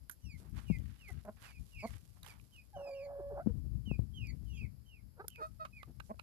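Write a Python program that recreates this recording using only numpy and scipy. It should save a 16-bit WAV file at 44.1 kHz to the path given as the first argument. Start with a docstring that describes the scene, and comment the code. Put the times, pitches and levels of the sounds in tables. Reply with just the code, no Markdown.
"""Chickens in a straw-covered run, heard from the fence: chicks peep in falling whistles, hens cluck
and coo, and one holds a long whine; voices are harmonic pulses shaped by throat resonances.
Straw rustles as sparse noise cracks, feet scuff in bands of noise, and ticks are filtered bursts with a ring.
A breeze rumbles and thumps on the left port as gusty low noise and damped sines, over steady hiss."""
import sys
import numpy as np
from scipy import signal
from scipy.fft import rfft, irfft
from scipy.io import wavfile
from scipy.ndimage import uniform_filter1d

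SR = 44100
rng = np.random.default_rng(int(sys.argv[2]) if len(sys.argv) > 2 else 0)


def bounce(signal):
    """Save signal as a 16-bit WAV file at the path given by the first command-line argument."""
    frames = np.transpose(np.atleast_2d(signal))
    limited = np.clip(frames, -1, 1)
    pcm = np.round(limited * 32767).astype(np.int16)
    wavfile.write(sys.argv[1], SR, pcm)


N = 274302
TIME_S = np.arange(N) / SR
TOP_HZ = 13500  # limit of the harmonics and of the recorder

# breeze between gusts, before BREEZE_GAIN_DB: t/s, level/dB
BREEZE = [(0.0, -60), (0.19, -67.5), (0.73, -48), (0.92, -62.5), (2.3, -62.5), (2.55, -68), (3.01, -66.5),
          (3.65, -44.5), (4.05, -52.5), (4.5, -46.5), (4.76, -58.5), (4.95, -64.5), (6.22, -60)]
# gusts on the left port: t/s, length/s, level/dB
GUSTS = [(.225, 0.087, -41), (.32, 0.059, -42), (.52, 0.1, -36.5), (.66, 0.3, -39), (1.09, 0.13, -41),
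         (1.57, 0.083, -42.5), (1.73, 0.11, -46), (1.88, .1, -40.5), (2.2, 0.072, -53), (2.73, 0.083, -52),
         (3.47, 0.14, -35.5), (3.68, 0.16, -37.5), (3.86, 0.12, -32.5), (3.97, 0.096, -34.5),
         (4.17, 0.19, -47), (4.6, 0.093, -36), (5.01, .12, -52), (5.95, 0.077, -48)]
# rumble spectrum of the wind: f/Hz, relative level/dB
WIND_SPECTRUM = [(20, -19.5), (35, -11.5), (58, 8), (80, 1), (105, 2), (150, -5.5), (210, -11), (300, -22),
                 (450, -41.5), (800, -60), (2000, -62.5)]
# eddies thumping the left port, before their band-pass: t/s, f/Hz, level/dB, 60 dB decay/s
THUMPS = [(.7, 197.5, -15.5, 0.056), (0.71, 156, -18, 0.066), (3.461, 210.6, -21.5, 0.11),
          (3.4711, 240, -13.5, 0.026), (3.875, 211.6, -34, 0.29), (3.914, 103, -6.5, 0.013),
          (3.992, 107, -12, 0.032)]
# low buffets reaching both ports, before BUFFET_LEFT_DB: t/s, length/s, level/dB
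BUFFETS = [(.39, 0.13, -63.5), (5.87, 0.061, -58)]
# hiss spectrum: f/Hz, relative level/dB
HISS_SPECTRUM = [(120, -25.5), (200, -0.5), (358, -10), (629, -16.5), (1110, -21), (1910, -25), (2810, -27),
                 (3660, -29), (5030, -18.5), (6000, -31.5), (7550, -25.5), (8690, -32), (11300, -18),
                 (12800, -18.5), (13500, -37.5)]
# light stirring of straw under the flock: t/s, level/dB
STIRRING = [(0, -77), (.7, -70), (1.3, -74), (1.6, -67.5), (2.4, -69.5), (3.15, -81.5), (4.4, -77),
            (5.15, -88), (5.4, -76.5), (6.2, -76.5)]
# steps or scratches rustling the straw: t/s, length/s, level/dB
RUSTLES = [(.365, 0.084, -63.5), (.555, 0.094, -61), (.65, .2, -68.5), (.96, 0.11, -68.5),
           (1.07, .08, -59.5), (1.39, 0.18, -59), (1.67, 0.06, -65.5), (1.845, 0.16, -58.5),
           (2.225, 0.15, -59), (2.56, 0.053, -66), (2.86, 0.15, -76), (4.44, 0.11, -70), (5.29, .08, -71)]
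# straw spectrum: f/Hz, relative level/dB
STRAW_SPECTRUM = [(300, 11), (800, 6.5), (1700, 3.5), (3000, 7.5), (5000, 7.5), (8000, 7), (11000, 9.5),
                  (13000, 6.5)]
# feet scuffing soil and straw: t/s, length/s, level/dB, centre f/Hz
SCUFFS = [(0.393, 0.13, -70, 790), (0.524, 0.18, -63.5, 1280), (0.573, 0.036, -56, 1230),
          (0.759, 0.47, -71, 1740), (1.103, 0.14, -70.5, 1520), (1.363, 0.074, -68, 1210),
          (1.404, 0.13, -57.5, 1380), (1.883, .13, -63.5, 1510), (2.153, 0.058, -72, 810),
          (2.217, 0.18, -60, 1100), (3.454, 0.094, -71, 960), (5.403, 0.1, -71.5, 8900),
          (6.027, 0.094, -71, 7700)]
# beak and stalk ticks: t/s, level before TICK_GAIN_DB/dB, ring f/Hz, ring re crack/dB,
# share of bright snap [0-1], 60 dB decay/s
TICKS = [(0.0962, -27.5, 1460, -4, 1, 0.02), (0.111, -32, 1580, -17.5, 1, 0.096),
         (.497, -52, 2500, -25, 1, 0.01), (.786, -47, 2980, -12, 0.84, .005),
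         (1.083, -46.5, 2470, -3, 0.95, 0.071), (4.023, -59.5, 2330, -3, 0.4, 0.0072),
         (1.252, -50, 1780, -3, 1, 0.012), (2.231, -39, 3770, -3.5, 1, 0.01),
         (2.263, -41.5, 3160, -1, 1, 0.01), (2.398, -59, 2410, 7, 0, 0.0086),
         (4.271, -50, 5300, -1, 0.97, 0.0062), (5.282, -23, 1480, -22.5, 1, 0.0093),
         (5.303, -46, 2870, -8, 0.94, 0.004), (5.359, -49.5, 2280, 5.5, 1, 0.009),
         (5.651, -41, 1210, 6.5, 0, 0.049), (5.8304, -37.5, 1176, 0.5, 0.15, 0.014),
         (6, -44, 1400, 3.5, 0.1, 0.015), (6.003, -37, 1570, -0.5, 0.03, 0.015),
         (6.192, -47, 1310, 5, 0.16, 0.037), (6.196, -33, 2310, -4.5, 0.03, 0.0066)]
# snap of a dry stalk: f/Hz, relative level/dB
SNAP = [(300, -8), (1400, -21), (3000, -13), (4500, -12.5), (6500, 1.5), (8500, -7), (10500, 8.5),
        (13000, 5.5)]
# duller clack of a beak: f/Hz, relative level/dB
CLACK = [(300, -9), (700, 1), (1300, 8.5), (1900, -4), (2600, 12), (3300, -7.5), (3900, 2), (5200, -22),
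         (7000, -99), (12000, -30)]
# chick peeps: t/s, length/s, first f/Hz, last f/Hz, steepest point [share of length],
# loudest point [share of length], level/dB, overtone gain/dB, roughness [-]
PEEPS = [(0.211, .16, 3050, 2055, .52, 0.83, -61.5, 3, 0.12),
         (.653, .13, 3090, 2355, 0.22, 0.6, -59.5, -9, 0.3),
         (.664, .12, 2600, 2000, 0.37, 0.7, -55, -14, 0.26),
         (.977, 0.15, 3110, 1890, 0.43, 0.66, -58, -6, 0.22),
         (1.432, .11, 2960, 2166, .33, 0.3, -62.5, -1, 0.34),
         (1.486, .11, 2950, 2370, 0.44, 0.65, -65.5, -9, 0.5),
         (1.709, 0.13, 2930, 2054, 0.46, 0.52, -56.5, -11, 0.08),
         (1.741, 0.15, 2797, 1990, 0.64, 0.47, -54.5, -3.5, 0.64),
         (2.25, 0.077, 3000, 2180, 0.49, 0.75, -61, 2, 0.17),
         (2.517, .063, 3120, 2770, 0.53, 0.5, -64.5, -9, 0.2),
         (2.555, 0.075, 2654, 2320, .6, 0.5, -61, -5.5, .1),
         (2.736, .25, 3164, 2270, .26, 0.45, -62, 2.5, .15),
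         (2.941, .135, 2807, 2040, 0.65, 0.22, -61, -1, 0.7),
         (3.852, .12, 3150, 2350, 0.39, 0.37, -54.5, -12, 0.16),
         (4.13, 0.13, 3290, 2505, 0.57, 0.44, -56, -13, .17),
         (4.209, .11, 2573, 2200, .52, 0.32, -56, -4, 0.24),
         (4.213, .12, 2986, 1820, .52, 0.6, -62, -15, 1.1),
         (4.449, .18, 3080, 2175, 0.62, 0.56, -64, -0.5, 0.37),
         (4.51, .1, 3350, 2900, 0.98, 0.5, -67, 0, 1),
         (4.568, 0.099, 2764, 2010, 0.87, 0.59, -55, -15, .29),
         (4.842, 0.17, 3134, 2050, 0.77, 0.57, -66, -6, 0.32),
         (5.286, 0.069, 3126, 2870, 0.8, 0.56, -66.5, -13, .6),
         (5.331, .071, 2700, 2340, .38, 0.43, -59.5, -8, 0.24),
         (5.723, .11, 2550, 1980, .75, 0.39, -57, -13, 0.16)]
# chick's throat: f/Hz, relative level/dB
CHICK_THROAT = [(1500, -25), (2000, 3), (2450, -1), (3100, -5.5), (3800, -14), (4400, -9), (4900, -9),
                (5500, -18), (6100, -17), (7400, -17), (8300, -31), (9300, -25), (12000, -44)]
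# hens' bearing as the microphone turns: t/s, delay of the left port/ms
BEARING = [(0, 0.064), (3.5, 0.17), (5.2, 0.17), (5.42, 0.43), (6.2, 0.43)]
# hen clucks: t/s, length/s, first f/Hz, last f/Hz, level/dB, beak opening [0-1], roughness [-],
# loudest point [share of length]
CLUCKS = [(1.082, 0.034, 415, 382, -59, 0.3, 0.45, 0.65), (1.245, 0.087, 206.4, 196, -55, 0.22, 1.04, 0),
          (1.269, 0.031, 195.5, 218, -44.5, 0.22, 0.37, 0.74),
          (1.822, 0.038, 193, 238.4, -39, 0.01, 0.31, 1), (3.395, .04, 606, 757, -47, 0.33, 0.83, 0),
          (5.159, 0.075, 544, 457, -60.5, 0.43, 0.96, 0.75),
          (5.192, 0.037, 362, 452, -48.5, 0.43, 0.24, 0.3), (5.24, 0.014, 436, 430, -53, 0.26, 0.23, 0.55),
          (5.372, 0.053, 488, 423, -49.5, 0.47, 0.55, 0.95),
          (5.404, 0.073, 623, 650, -41, 0.93, 0.19, 0.37), (5.592, 0.059, 641.5, 618, -43, 1, 0.19, 0.44),
          (5.645, 0.013, 641, 628, -46.5, 1, 0.4, 0.46), (6.09, 0.029, 190, 230.3, -41.5, 0.05, 0.37, 1),
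          (6.139, 0.0077, 218, 220, -62, 0.3, 0.7, 0.5)]
# hen's throat, beak shut: f/Hz, relative level/dB
SHUT_THROAT = [(100, -28.5), (215, 8.5), (430, -3.5), (650, 10.5), (870, -3), (1080, 1), (1350, -24),
               (1650, -22.5), (2150, -23.5), (2900, -36), (6000, -83)]
# hen's throat, beak open: f/Hz, relative level/dB
OPEN_THROAT = [(150, -24), (400, -2.5), (640, -4.5), (900, 1.5), (1280, 4), (1550, 0), (1900, -26),
               (2520, -23), (3150, -36), (3850, -27), (4450, -28.5), (5600, -42.5), (10000, -71)]
# soft falling coos of a second hen: t/s, length/s, first f/Hz, last f/Hz, level/dB
COOS = [(2.729, 0.046, 864, 714, -53), (3.181, 0.032, 490, 328, -49), (3.299, 0.043, 511, 367, -49.5),
        (3.472, 0.044, 513, 452, -52)]
# shut-beak tone of whine and coos: f/Hz, relative level/dB
WHINE_TONE = [(560, -1.5), (1130, -32.5), (1700, -36.5), (2300, -50), (4000, -45)]
# rasp of the whine when faint: f/Hz, relative level/dB
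WHINE_RASP = [(250, -19), (480, -10.5), (700, 2), (900, -7.5), (1100, -9), (1400, -32.5), (1700, -33),
              (2000, -43), (4000, -59)]
# rasp added when the voice is forced: f/Hz, relative level/dB
FORCED_RASP = [(500, -15), (800, -3), (1100, 6), (1400, -2.5), (1650, -2), (1950, -33), (4000, -43.5)]
# strains of the whining hen: t/s, length/s, rasp level/dB
STRAINS = [(2.745, 0.089, -50), (2.84, .05, -56), (3.05, 0.12, -51.5), (3.14, 0.1, -53.5),
           (3.29, 0.14, -51), (3.375, 0.033, -47.5)]

BREEZE_GAIN_DB, BUFFET_LEFT_DB = 8, 6
GUST_PEAK, GUST_SHARPNESS = 0.4, 0.68  # top as share of length; power of the swell
SHELTER_DB, SHELTERED_FLOOR_DB = -41, -79  # right port: its share of the wind, its own rumble
HISS_LEFT_DB, HISS_RIGHT_DB, STEADY_TONE_DB = -73, -74, -88
RUSTLE_PEAK, RUSTLE_SHARPNESS = 0.19, 1.33  # top as share of length; power of the swell
TICK_GAIN_DB = -21.5
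PEEP_STEEPNESS = 2.1  # how tightly the fall is packed around its steepest point
PEEP_FLICKER_DB, OVERTONE_FLICKER_DB = 3, 3.5  # whole note; extra on overtones
WHINE_START_S, WHINE_END_S, WHINE_FADE_S = 2.76, 3.41, 0.0072
WHINE_HZ, WHINE_DB = 567.4, -48.5
WHINE_ENTRY_HZ, WHINE_LIFT_HZ, WHINE_BEND_S = 30.47, 90, 0.011  # rises above WHINE_HZ at start and end
WHINE_WAVER, WHINE_SHIVER = 0.01193, .013  # slow and fast drift, shares of the pitch
RELAXED_RASP_DB = -65.5


def amp(db):
    """Amplitude ratio of a level in dB."""
    return 10 ** (np.asarray(db) / 20)


def unit(x):
    """Scale to unit RMS."""
    return x / np.sqrt(np.mean(x ** 2) + 1e-20)


def curves(table):
    """Each column of a table of timed rows, at every sample."""
    t_s, *columns = np.transpose(table)
    return [np.interp(TIME_S, t_s, column) for column in columns]


def add(track, t_s, x):
    """Mix a sound in at t_s."""
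    i = max(int(t_s * SR), 0)
    track[i:i + len(x)] += x[:max(N - i, 0)]


def wander(n, rate_hz):
    """Smooth chance with spread near 1: random points joined by lines."""
    return np.interp(np.arange(n) * rate_hz / SR, np.arange(N // 2), rng.standard_normal(N // 2))


def colour(x, points, size=2048):
    """Minimum-phase filter with the given f/Hz, level/dB response."""
    hz, db = np.transpose(points)
    bin_hz = np.arange(size // 2 + 1) * SR / size
    log_gain = np.log(amp(np.interp(np.log(bin_hz + 1), np.log(hz), db)))
    cepstrum = irfft(log_gain)
    # folding the cepstrum makes the response causal
    cepstrum[1:size // 2] *= 2
    cepstrum[size // 2 + 1:] = 0
    impulse = irfft(np.exp(rfft(cepstrum)))
    return signal.fftconvolve(x, impulse)[:len(x)]


def band(x, hz, q):
    """One resonance."""
    b, a = signal.iirpeak(min(hz, SR / 2 - 2000), max(q, hz / 15000), fs=SR)
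    return signal.lfilter(b, a, x)


def swell(n, peak):
    """Sine-shaped rise and fall, topping at the given share of its length."""
    knots = [0, np.clip(peak, .05, .95), 1]
    return np.sin(np.interp(np.linspace(0, 1, n), knots, [0, np.pi / 2, np.pi]))


def swells(table, peak, sharpness):
    """Envelope of t/s, length/s, level/dB events of one shape; overlaps add in power."""
    power = np.zeros(N)
    for t_s, length_s, db in table:
        shape = np.abs(swell(int(length_s * SR), peak)) ** sharpness
        add(power, t_s, (amp(db) * shape) ** 2)
    return np.sqrt(power)


def pulses(hz, count):
    """Pulses of the syrinx: equal harmonics of a moving pitch."""
    phase = 2 * np.pi * np.cumsum(hz) / SR
    return sum(np.cos(k * phase) for k in range(1, count + 1) if k * hz.mean() < TOP_HZ)


def place(x, left_db, lag_ms, scatter_db, t60_s):
    """Direct sound reaches the left port later and weaker; ground and fence scatter it briefly."""
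    t = np.arange(SR // 3) / SR
    scatter = []
    for _ in range(2):
        tail = unit(rng.standard_normal(len(t)) * amp(-60 * t / t60_s)) / np.sqrt(len(t))
        scatter.append(signal.fftconvolve(x, tail)[:N])
    delayed = np.interp(TIME_S - lag_ms / 1000, TIME_S, x)
    ports = np.array([delayed, x]) + amp(scatter_db) * np.array(scatter)
    return ports * np.array([[amp(left_db)], [1]])


def turbulence():
    """Low rumble of air across a port, evened out so that the flow sets its level."""
    x = colour(rng.standard_normal(N), WIND_SPECTRUM, size=8192)
    return x / np.sqrt(uniform_filter1d(x ** 2, size=3000) + 1e-12)


def thumps():
    """Single eddies: damped sines, band-passed."""
    eddies, t = np.zeros(N), np.arange(SR // 8) / SR
    for t_s, hz, db, t60_s in THUMPS:
        add(eddies, t_s, -np.sin(2 * np.pi * hz * t) * amp(db - 60 * t / t60_s))
    return signal.sosfilt(signal.butter(2, [70, 900], "band", fs=SR, output="sos"), eddies)


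def wind():
    """Breeze and gusts stir the left port, the right is sheltered; stronger flow reaches higher."""
    breeze = amp(curves(BREEZE)[0] + BREEZE_GAIN_DB + 1.33 * wander(N, 16))
    gusts = swells(GUSTS, GUST_PEAK, GUST_SHARPNESS)
    flow = np.hypot(breeze, gusts) * amp(1.9 * wander(N, 30))
    flutter = unit(band(band(rng.standard_normal(N), 260, 1.5), 260, 1.2))
    flutter = flutter * amp(5 * wander(N, 40))
    strength = np.minimum(flow / amp(-32.5), 1)
    left = (turbulence() + amp(-23) * strength * flutter) * flow + thumps()
    right = turbulence() * np.hypot(amp(SHELTER_DB) * flow, amp(SHELTERED_FLOOR_DB))
    rumble = unit(band(band(rng.standard_normal(N), 174, 1.0), 174, 1.0))
    buffets = rumble * swells(BUFFETS, peak=0.12, sharpness=1.16)
    return np.array([left + amp(BUFFET_LEFT_DB) * buffets, right + buffets])


def hiss():
    """Faint steady noise, unrelated at the two ports, and a thin steady electronic tone."""
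    noise = np.array([unit(colour(rng.standard_normal(N), HISS_SPECTRUM)) * amp(db)
                      for db in (HISS_LEFT_DB, HISS_RIGHT_DB)])
    return noise + amp(STEADY_TONE_DB) * np.sin(2 * np.pi * SR / 4 * TIME_S)


def straw():
    """Dense tiny cracks of dry stalks, and gritty scuffs of feet in bands of noise."""
    out = np.zeros((2, N))
    stir = np.hypot(amp(curves(STIRRING)[0]), swells(RUSTLES, RUSTLE_PEAK, RUSTLE_SHARPNESS))
    for port, straw_db, grit_db in zip(out, (-13, 0), (-12.5, -.5)):
        struck = rng.random(N) < .06  # share of samples that crack
        size_db = 2.8 * np.minimum(rng.exponential(size=N), 5)
        cracks = rng.standard_normal(N) * struck * amp(size_db)
        port += unit(colour(cracks, STRAW_SPECTRUM)) * stir * amp(straw_db + 2.3 * wander(N, 120))
        for t_s, length_s, scuff_db, hz in SCUFFS:
            n = int(length_s * SR)
            grit = rng.standard_normal(n) * amp(4.5 * wander(n, 300))
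            scuff = band(band(grit, hz, 1.0), hz, 0.36) * swell(n, 0.29)
            add(port, t_s, amp(scuff_db + grit_db) * unit(scuff))
    return out


def ticks():
    """A brief crack, between dull clack and bright snap, and the damped ring of what was struck."""
    out, t = np.zeros(N), np.arange(SR // 12) / SR
    for t_s, db, ring_hz, ring_db, bright, t60_s in TICKS:
        crack, strike = rng.standard_normal((2, len(t))) * amp(-60 * t / t60_s)
        bright = np.clip(bright, 0, 1)
        tick = bright * unit(colour(crack, SNAP)) + (1 - bright) * unit(colour(crack, CLACK))
        ring = unit(band(strike, ring_hz, 10.6))
        add(out, t_s, amp(db + TICK_GAIN_DB) * (tick + amp(ring_db) * ring))
    return place(out, left_db=-11, lag_ms=.25, scatter_db=-20, t60_s=.12)


def chicks():
    """Peeps hang, drop and level off through the throat resonances; rough ones shiver fast in pitch."""
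    out = np.zeros(N)
    for t_s, length_s, first_hz, last_hz, steepest, loudest, db, overtone_db, rough in PEEPS:
        n = int(length_s * SR)
        fall = np.tanh(PEEP_STEEPNESS * (np.linspace(0, 1, n) - steepest))
        hz = np.interp(fall, fall[[0, -1]], [first_hz, last_hz])
        hz = hz * (1 + .009 * wander(n, 110) + .052 * rough * wander(n, 900))
        whistle = pulses(hz, count=1)
        overtones = pulses(hz, count=4) - whistle
        overtones = overtones * amp(overtone_db + OVERTONE_FLICKER_DB * wander(n, 35.3))
        source = whistle * swell(n, loudest) ** 1.08 + overtones * swell(n, 0.38) ** 0.71
        note = colour(source * amp(PEEP_FLICKER_DB * wander(n, 84.7)), CHICK_THROAT)
        add(out, t_s, amp(db) * unit(note))
    return place(out, left_db=-6.5, lag_ms=.07, scatter_db=-7.5, t60_s=.14)


def clucks():
    """Short bursts of pulses; an open beak lifts the upper resonances, a rough note jitters and rasps."""
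    out = np.zeros(N)
    for t_s, length_s, first_hz, last_hz, db, opening, rough, peak in CLUCKS:
        n = int(length_s * SR)
        hz = np.linspace(first_hz, last_hz, n) * (1 + 0.12 * rough * wander(n, 403))
        voice = unit(pulses(hz, count=28)) + 0.41 * rough * rng.standard_normal(n)
        source = np.pad(voice * swell(n, peak) ** 1.3, (0, SR // 50))  # room for the throat to ring out
        opening = np.clip(opening, 0, 1)
        note = (1 - opening) * colour(source, SHUT_THROAT) + opening * colour(source, OPEN_THROAT)
        add(out, t_s, amp(db) * note / np.sqrt(np.mean(note[:n] ** 2)))
    return out


def coos():
    """Short, nearly pure notes that sink in pitch."""
    out = np.zeros(N)
    for t_s, length_s, first_hz, last_hz, db in COOS:
        n = int(length_s * SR)
        source = pulses(np.linspace(first_hz, last_hz, n), count=3) * swell(n, 0.6)
        add(out, t_s, amp(db) * unit(colour(source, WHINE_TONE)))
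    return out


def whine():
    """Held, almost pure shut-beak note; its rasp, pulsing with each cycle, brightens under strain."""
    since_s = np.maximum(TIME_S - WHINE_START_S, 0)
    until_s = np.maximum(WHINE_END_S - TIME_S, 0)
    entry_hz = WHINE_ENTRY_HZ * np.exp(-since_s / WHINE_BEND_S)
    lift_hz = WHINE_LIFT_HZ * np.exp(-until_s / WHINE_BEND_S)
    hz = (WHINE_HZ + entry_hz + lift_hz) * (1 + WHINE_WAVER * wander(N, 25))
    hz = hz * (1 + WHINE_SHIVER * wander(N, 250))
    gate = np.clip(np.minimum(since_s, until_s) / WHINE_FADE_S, 0, 1)
    tone = unit(colour(pulses(hz, count=6), WHINE_TONE)) * amp(WHINE_DB + 1.06 * wander(N, 90))
    air = rng.standard_normal(N) * (1 + 0.7 * np.cos(2 * np.pi * np.cumsum(hz) / SR))
    air = air * amp(4 * wander(N, 45))
    strain = np.hypot(amp(RELAXED_RASP_DB), swells(STRAINS, peak=0.64, sharpness=0.68))
    force = np.sqrt(strain / strain.max())
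    rasp = unit(colour(air, WHINE_RASP)) + amp(-10) * force * unit(colour(air, FORCED_RASP))
    return gate * (tone + rasp * strain)


def scene():
    """Sum of all sources at the left and right ports."""
    lag_ms, = curves(BEARING)
    hens = place(clucks() + coos() + whine(), left_db=-3.5, lag_ms=lag_ms, scatter_db=-16, t60_s=.13)
    return wind() + hiss() + straw() + ticks() + chicks() + hens


def record(dry):
    """The recorder cuts the top steeply."""
    return signal.sosfilt(signal.ellip(10, .2, 60, TOP_HZ, fs=SR, output="sos"), dry)


dry = scene()
out = record(dry)
bounce(out)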